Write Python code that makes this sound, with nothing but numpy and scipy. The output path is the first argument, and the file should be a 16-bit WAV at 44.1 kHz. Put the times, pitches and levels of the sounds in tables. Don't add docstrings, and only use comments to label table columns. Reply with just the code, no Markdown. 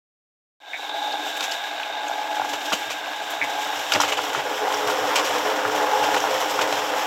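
import sys
import numpy as np
from scipy import signal
from scipy.fft import rfft, irfft
from scipy.io import wavfile
from scipy.ndimage import uniform_filter1d

SR = 44100
rng = np.random.default_rng(int(sys.argv[2]) if len(sys.argv) > 2 else 0)


def to_wav(s):
    ch = np.atleast_2d(s).T
    pcm = np.round(np.clip(ch, -1, 1) * 32767)
    wavfile.write(sys.argv[1], SR, pcm.astype(np.int16))


N = 311346
TIME = np.arange(N) / SR

# (time [s], gears [dB], housing [dB], churning [dB])
WALK = [(.6, -29.5, -37.5, -45), (.95, -32.5, -35, -44.5), (1.5, -29.5, -37, -41.5), (2.2, -31, -45, -40.5),
        (3.2, -31, -42, -36), (3.9, -31.5, -40.5, -32), (4.5, -34, -50, -30), (4.85, -38.5, -47, -26.5),
        (5.4, -34, -57, -25.5), (6.1, -32.5, -50, -26), (6.7, -36, -55, -26), (7.05, -34, -56, -28)]
# (time [s], level [dB])
WHINE_SWELLS = [(1.0, -36.5), (2.25, -33), (3.58, -31), (4.66, -33.5), (5.93, -28), (6.96, -35.5)]
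# (pitch [Hz], width [Hz], relative level [dB])
GEARBOX_NOTES = [(296, 11, -12.5), (418, 33, -14), (672, 49, -2.5), (739, 110, -2.5), (828, 53, 1.5),
                 (1090, 88, -29), (1518, 57, -5.5), (1612, 38, 2), (1650, 22, -4), (2180, 310, -12),
                 (2780, 420, -13), (3650, 430, -15.5), (6000, 1200, -47)]
HOUSING_NOTES = [(3476, 22, -10.5), (3658, 28, -6.5), (3750, 34, -14), (3870, 48, -15)]
BARREL_NOTES = [(298.4, 14.2, 0), (429.2, 7.4, 12), (501, 17.5, 6), (523.5, 13.8, 8.5), (620, 55, -11),
                (771, 84, 0), (1439, 36, -0.5)]
STEEL_NOTES = [(1720, 180, -7), (2040, 90, -1.5), (2244, 54, 4), (2510, 170, -8)]
# (frequency [Hz], relative level [dB])
CHURN_COLOUR = [(80, -58), (130, -28), (220, -19.5), (370, -27.5), (560, -3.5), (900, 1.5), (1200, -4),
                (1500, -6.5), (1900, -8.5), (2500, -15), (3300, -16), (4200, -22), (8000, -36.5)]
SAND_COLOUR = [(400, -29.5), (1000, -1), (2000, 1), (3300, 8.5), (3900, -1.5), (4500, -7), (5550, -0.5),
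               (6500, -4), (7400, -2.5), (8500, -13), (9600, -21.5), (12500, -10.5), (15500, -17)]
CLOD_COLOUR = [(60, -39), (100, -7), (200, -25), (400, -1.5), (1000, 5), (1700, -1), (3000, 6.5),
               (4300, -3), (5600, -2), (7400, -2.5), (9300, -18.5), (12500, -14), (15500, -22.5)]
CLACK_COLOUR = [(70, -32), (110, -37), (350, -33), (700, -7), (950, -12), (1400, 18), (2200, -46),
                (3300, -30), (5000, -2), (9000, -36), (15000, -28)]
# (time [s], deepest note [dB], higher notes [dB])
RUMBLE_LEVELS = [(.8, -54.5, -49), (1.2, -44, -45), (1.7, -55.5, -58), (2.2, -46, -49), (2.75, -43.5, -49),
                 (3.15, -51, -50), (3.8, -44, -40.5), (4.3, -43.5, -34.5), (4.75, -42, -27.5),
                 (5.45, -37, -28.5), (6.05, -39, -26.5), (7.05, -40, -31.5)]
# (time [s], relative level [dB])
SAND_LEVELS = [(0.8, -44), (0.9, -48.5), (1.34, -40.5), (1.86, -47), (2.66, -39.5), (3.03, -44.5),
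               (3.32, -42.5), (4.04, -36), (4.33, -40), (4.59, -39.5), (5.05, -36.5), (5.92, -39),
               (6.28, -35.5), (7.05, -38.5)]
# (time [s], first touch's peak [dB])
CLINKS = [(.733, -11), (3.414, -10)]
# (time [s], level [dB], pitch [Hz])
SCRATCHES = [(1.123, -30, 4220), (1.518, -28, 4850), (1.83, -25, 2630), (2.08, -33, 6600),
             (2.702, -30, 5100), (3.935, -20, 5140), (4.003, -20, 5630), (4.742, -26, 5500),
             (6.201, -26, 6100)]
# (time [s], boom level [dB])
SLUMPS = [(1.13, -65), (1.9, -67), (2.39, -54), (2.71, -53), (2.86, -57), (3.4, -52), (3.76, -59),
          (3.94, -42.5), (4.2, -55), (4.36, -50), (4.73, -64), (4.85, -53), (5.0, -50), (5.27, -55),
          (5.65, -47), (6.01, -48), (6.13, -60), (6.3, -54), (6.56, -68)]
# (time [s], relative peak [dB], pitch [Hz])
KNOCKS = [(1.141, -20, 790), (1.265, -20.5, 770), (1.408, -12.5, 3800), (2.097, -22.5, 790),
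          (2.113, -18, 815), (2.397, -15, 814), (2.417, -15, 870), (2.448, -16.5, 850),
          (2.721, -12.5, 1020), (2.732, -27.5, 214), (2.733, -11.5, 2900), (3.921, -4.5, 2860),
          (3.95, -10, 2380), (3.96, -27.5, 233), (3.96, -10, 2000), (4.001, -6.5, 970), (4.004, -13, 890),
          (4.013, -11.5, 1110), (4.035, -10.5, 1220), (4.124, -14, 2300), (4.191, -10.5, 965),
          (4.349, -13, 1250), (4.901, -10.5, 910), (5.156, -17, 2600), (5.652, -10.5, 1350),
          (5.699, -13.5, 1350), (6.088, -11.5, 800), (6.145, -13, 1870), (6.166, -12, 835),
          (6.24, -10.5, 870), (6.25, -17.5, 800), (6.591, -8.5, 1030)]
# (time [s], relative level [dB], rough length [s], brightness [dB/octave])
CLODS = [(1.365, -36.5, .012, 7), (1.404, -28.5, .002, 1), (1.423, -29, 0.034, 1.5),
         (1.509, -32, 0.04, 1.5), (2.531, -25.5, 0.0089, -1), (2.722, -21.5, 0.0081, -1.5),
         (2.727, -25, 0.017, 1), (2.899, -29, 0.033, -0.5), (3.3, -36, .016, 10), (3.918, -18.5, 0.0072, 0),
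         (3.933, -20.5, 0.005, -1.5), (3.949, -22, 0.02, -3.5), (4.001, -23, 0.0054, .5),
         (4.011, -22.5, 0.013, 2), (4.03, -25, 0.028, -2.5), (4.076, -27, 0.039, -1),
         (4.118, -23, 0.015, -1), (4.17, -24.5, 0.016, -2.5), (4.232, -35, .014, 5),
         (4.348, -28.5, 0.078, -3), (4.894, -30, 0.022, 4), (5.155, -17.5, 0.011, 1),
         (5.182, -23.5, 0.025, -2), (5.242, -28, 0.06, 0.5), (5.75, -33, .019, 4), (6.037, -22, .004, -1),
         (6.139, -26, 0.0073, 1), (6.162, -24.5, .01, -2), (6.402, -29.5, .0079, 5), (6.502, -30, .01, 4),
         (6.588, -24.5, 0.0063, -4.5), (6.609, -22.5, 0.014, -0.5), (6.722, -23, .0082, -2.5)]


def from_db(db):
    return 10 ** (np.asarray(db) / 20)


def unit_power(x):
    return x / np.sqrt(np.mean(x ** 2) + 1e-20)


def evened(x, size):
    return x / np.sqrt(uniform_filter1d(x ** 2, size=size) + 1e-12)


def curves(rows):
    times, *columns = np.transpose(rows)
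    return [np.interp(TIME, times, column) for column in columns]


def drift(hz, step=40):
    r = np.exp(-2 * np.pi * hz * step / SR)
    slow = signal.lfilter([1], [1, -2 * r, r * r], rng.standard_normal(N // step + 2002))[2000:]
    return np.interp(np.arange(N) / step, np.arange(len(slow)), unit_power(slow))


def coloured_tap(colour, tilt=0, size=4096):
    hz, db = np.transpose(colour)
    octave = np.log2(np.maximum(np.arange(size // 2 + 1) * SR / size, 1))
    shape_db = np.interp(octave, np.log2(hz), db) + tilt * np.maximum(octave - np.log2(2000), -4)
    cepstrum = irfft(np.log(from_db(shape_db)))
    cepstrum[1:size // 2] *= 2
    cepstrum[size // 2 + 1:] = 0
    return unit_power(irfft(np.exp(rfft(cepstrum)))) / np.sqrt(size)


def through(x, tap):
    return signal.oaconvolve(x, tap)[:len(x)]


def resonance(x, hz, width):
    r = np.exp(-np.pi * width / SR)
    feedback = [1, -2 * r * np.cos(2 * np.pi * hz / SR), r * r]
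    return signal.lfilter(np.array([1, 0, -1]) * (1 - r * r) / 2, feedback, x + 1e-18)


def narrow_noise(hz, width, size=N):
    return resonance(resonance(rng.standard_normal(size), hz, width), hz, width)


def keep_side(x, hz, side, order=4):
    return signal.sosfilt(signal.butter(order, hz, side, fs=SR, output="sos"), x)


def grains(per_s, spread_db, size=N):
    strength = from_db(spread_db * np.minimum(rng.exponential(1, size), 4)) * rng.choice([-1, 1], size)
    return unit_power(strength * (rng.random(size) < per_s / SR))


def ringing(clicks, notes):
    return sum(from_db(db) * resonance(clicks * rng.standard_normal(N), hz, width)
               for hz, width, db in notes)


def gear_whine(gear_db, mesh_hz=844.8, floor_db=-39.5, swell_s=0.17):
    phase = 2 * np.pi * np.cumsum(mesh_hz + 0.83 * drift(4.9)) / SR
    swells = sum(from_db(db) * np.exp(-((TIME - s) / swell_s) ** 2) for s, db in WHINE_SWELLS)
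    flutter = from_db(3 * drift(8.6) + 3 * drift(70))
    tone = (from_db(floor_db) + swells) * flutter * np.sin(phase)
    even_octave = np.sqrt(2) * from_db(gear_db - 14.5) * np.sin(2 * phase)
    return tone + even_octave


def gear_rattle(turn_s=1.22, heaviest_s=1.07, swing_db=2):
    teeth = grains(3000, spread_db=1) * from_db(2 * drift(91))
    load = np.cos(2 * np.pi * (TIME - heaviest_s) / turn_s)
    deep = from_db(swing_db * load) * ringing(teeth, GEARBOX_NOTES[:5])
    rattle = deep + ringing(teeth, GEARBOX_NOTES[5:])
    rattle = keep_side(keep_side(rattle, 264, "high", order=6), 7000, "low")
    return unit_power(rattle - resonance(rattle, 1790, 230))


def housing_ring():
    shaking = grains(2000, spread_db=-0.5) * from_db(0.5 * drift(60))
    return unit_power(keep_side(ringing(shaking, HOUSING_NOTES), 3240, "high"))


def barrel_rumble(slumps):
    tumbling = grains(2500, spread_db=2) * from_db(2.5 * drift(4.5))
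    deep_db, high_db = curves(RUMBLE_LEVELS)
    deep_gain = from_db(deep_db) + from_db(7) * slumps
    deep = deep_gain * evened(ringing(tumbling, BARREL_NOTES[:1]), size=16000)
    high = from_db(high_db) * evened(ringing(tumbling, BARREL_NOTES[1:]), size=12000)
    return keep_side(keep_side(deep + high, 245, "high"), 2530, "low")


def barrel_boom(slumps, nearness_db, air_hz=106.3, wall_hz=148):
    strength = from_db(-57.5 + 1.6 * nearness_db + 2.4 * drift(12)) + slumps
    sway = evened(narrow_noise(air_hz, width=11.6), size=3000)
    flex = from_db(-4.5) * unit_power(narrow_noise(wall_hz, width=57))
    return keep_side(strength * (sway + flex), 90, "high")


def sliding(colour, per_s, spread_db, clump_db, clump_hz):
    rubbing = grains(per_s, spread_db) * from_db(clump_db * drift(clump_hz))
    return unit_power(through(rubbing, coloured_tap(colour)))


def sand_scrape(sand_db, nearness_db):
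    sand = sliding(SAND_COLOUR, per_s=14000, spread_db=-1, clump_db=1.5, clump_hz=7.7)
    sand *= from_db(sand_db + 3.5)
    sand += from_db(nearness_db + 0.5) * resonance(sand, 5360, 830)
    return sand + from_db(0.33 * nearness_db - 8.5) * resonance(sand, 11800, 5000)


def low_hush():
    return unit_power(keep_side(rng.standard_normal(N), 130, "low", order=2))


def crumbs(per_s=26, settle_s=0.0098):
    settling = np.exp(-np.arange(4096) / SR / settle_s)
    puffs = through(np.abs(grains(per_s, spread_db=3.5)), settling)
    return unit_power(through(puffs * rng.standard_normal(N), coloured_tap(CLOD_COLOUR, tilt=1.5)))


def clinks(bounce_s=0.0065, loss_db=2.4, touches=7):
    clicks, tap = np.zeros(N), signal.unit_impulse(4096)
    for s, db in CLINKS:
        for k in range(touches):
            delay = bounce_s * (k + rng.uniform(-0.13, 0.323) * (k > 0))
            clicks[round((s + delay) * SR)] += from_db(db - loss_db * k)
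    ring = sum((-1) ** k * from_db(db) * resonance(tap, hz, width)
               for k, (hz, width, db) in enumerate(STEEL_NOTES))
    return through(clicks, ring / np.abs(ring).max())


def scratches(width_hz=1200, rise_s=0.0023, size=4096):
    out, age = np.zeros(N + size), np.arange(size) / SR / rise_s
    for s, db, hz in SCRATCHES:
        chirp = unit_power(narrow_noise(hz, width_hz, size))
        at = round(s * SR)
        out[at:at + size] += from_db(db) * chirp * age * np.exp(1 - age)
    return out[:N]


def slumping(rise_s=0.014, fall_s=0.047):
    strength = np.zeros(N)
    for s, db in SLUMPS:
        rise = np.clip((TIME - s) / rise_s, 0, 1)
        fall = np.exp(-np.maximum(TIME - s - rise_s, 0) / fall_s)
        strength += from_db(db) * rise * fall
    return strength


def knocks(damping=0.33, clack_db=-13, size=4096):
    clack = coloured_tap(CLACK_COLOUR)
    out, tap = np.zeros(N + size), signal.unit_impulse(size)
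    for s, db, hz in KNOCKS:
        ring = resonance(resonance(tap, hz, damping * hz), hz, 2 * damping * hz)
        blow = ring / np.abs(ring).max() + from_db(clack_db) * clack / np.abs(clack).max()
        at = round(s * SR)
        out[at:at + size] += from_db(db) * blow / np.abs(blow).max()
    return out[:N]


def inside_barrel(hits):
    hits = keep_side(hits, 110, "high")
    return hits + from_db(-1.5) * sum(resonance(hits, hz, width) for hz, width, _ in BARREL_NOTES)


def clods(crumble_s=0.017, size=8192):
    out, age = np.zeros(N + size), np.arange(size) / SR
    for s, db, length, brightness in CLODS:
        rise = np.minimum(age / (0.0025 + 0.045 * length), 1)
        fall = np.exp(-np.maximum(age - 0.67 * length, 0) / crumble_s)
        grit = grains(per_s=12000, spread_db=4, size=size)
        ring = sum(resonance(grit, hz, 137) for hz in rng.uniform(580, 6050, size=4))
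        slide = unit_power(grit + from_db(-3.5) * ring) * rise * fall
        at = round(s * SR)
        out[at:at + size] += from_db(db) * through(slide, coloured_tap(CLOD_COLOUR, brightness))
    return out[:N]


def scene():
    gear_db, housing_db, churn_db = curves(WALK)
    sand_db, = curves(SAND_LEVELS)
    nearness_db = churn_db + 24.5
    slumps = slumping()
    whine = gear_whine(gear_db)
    rattle = from_db(gear_db - 0.4) * gear_rattle()
    housing = from_db(housing_db + 0.5) * housing_ring()
    barrel = barrel_rumble(slumps) + barrel_boom(slumps, nearness_db)
    churn = sliding(CHURN_COLOUR, per_s=2200, spread_db=1.5, clump_db=1.74, clump_hz=22)
    concrete = from_db(churn_db) * churn + sand_scrape(sand_db, nearness_db)
    hush = from_db(0.8 * nearness_db - 74) * low_hush()
    grit = from_db(sand_db + 0.1 * nearness_db - 3) * crumbs()
    hits = inside_barrel(clods() + knocks()) + scratches() + clinks()
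    return (whine + rattle + housing + barrel + concrete + hush + grit + hits)[None]


def record(dry):
    start_s, top_hz = 0.602, 15800
    fade = (TIME >= start_s) * np.clip(0.055 + (TIME - start_s) / 0.32, 0, 1)
    treble_cut = signal.ellip(12, .1, 90, top_hz, fs=SR, output="sos")
    return signal.sosfilt(treble_cut, dry * fade + 1e-18)


dry = scene()
out = record(dry)
to_wav(out)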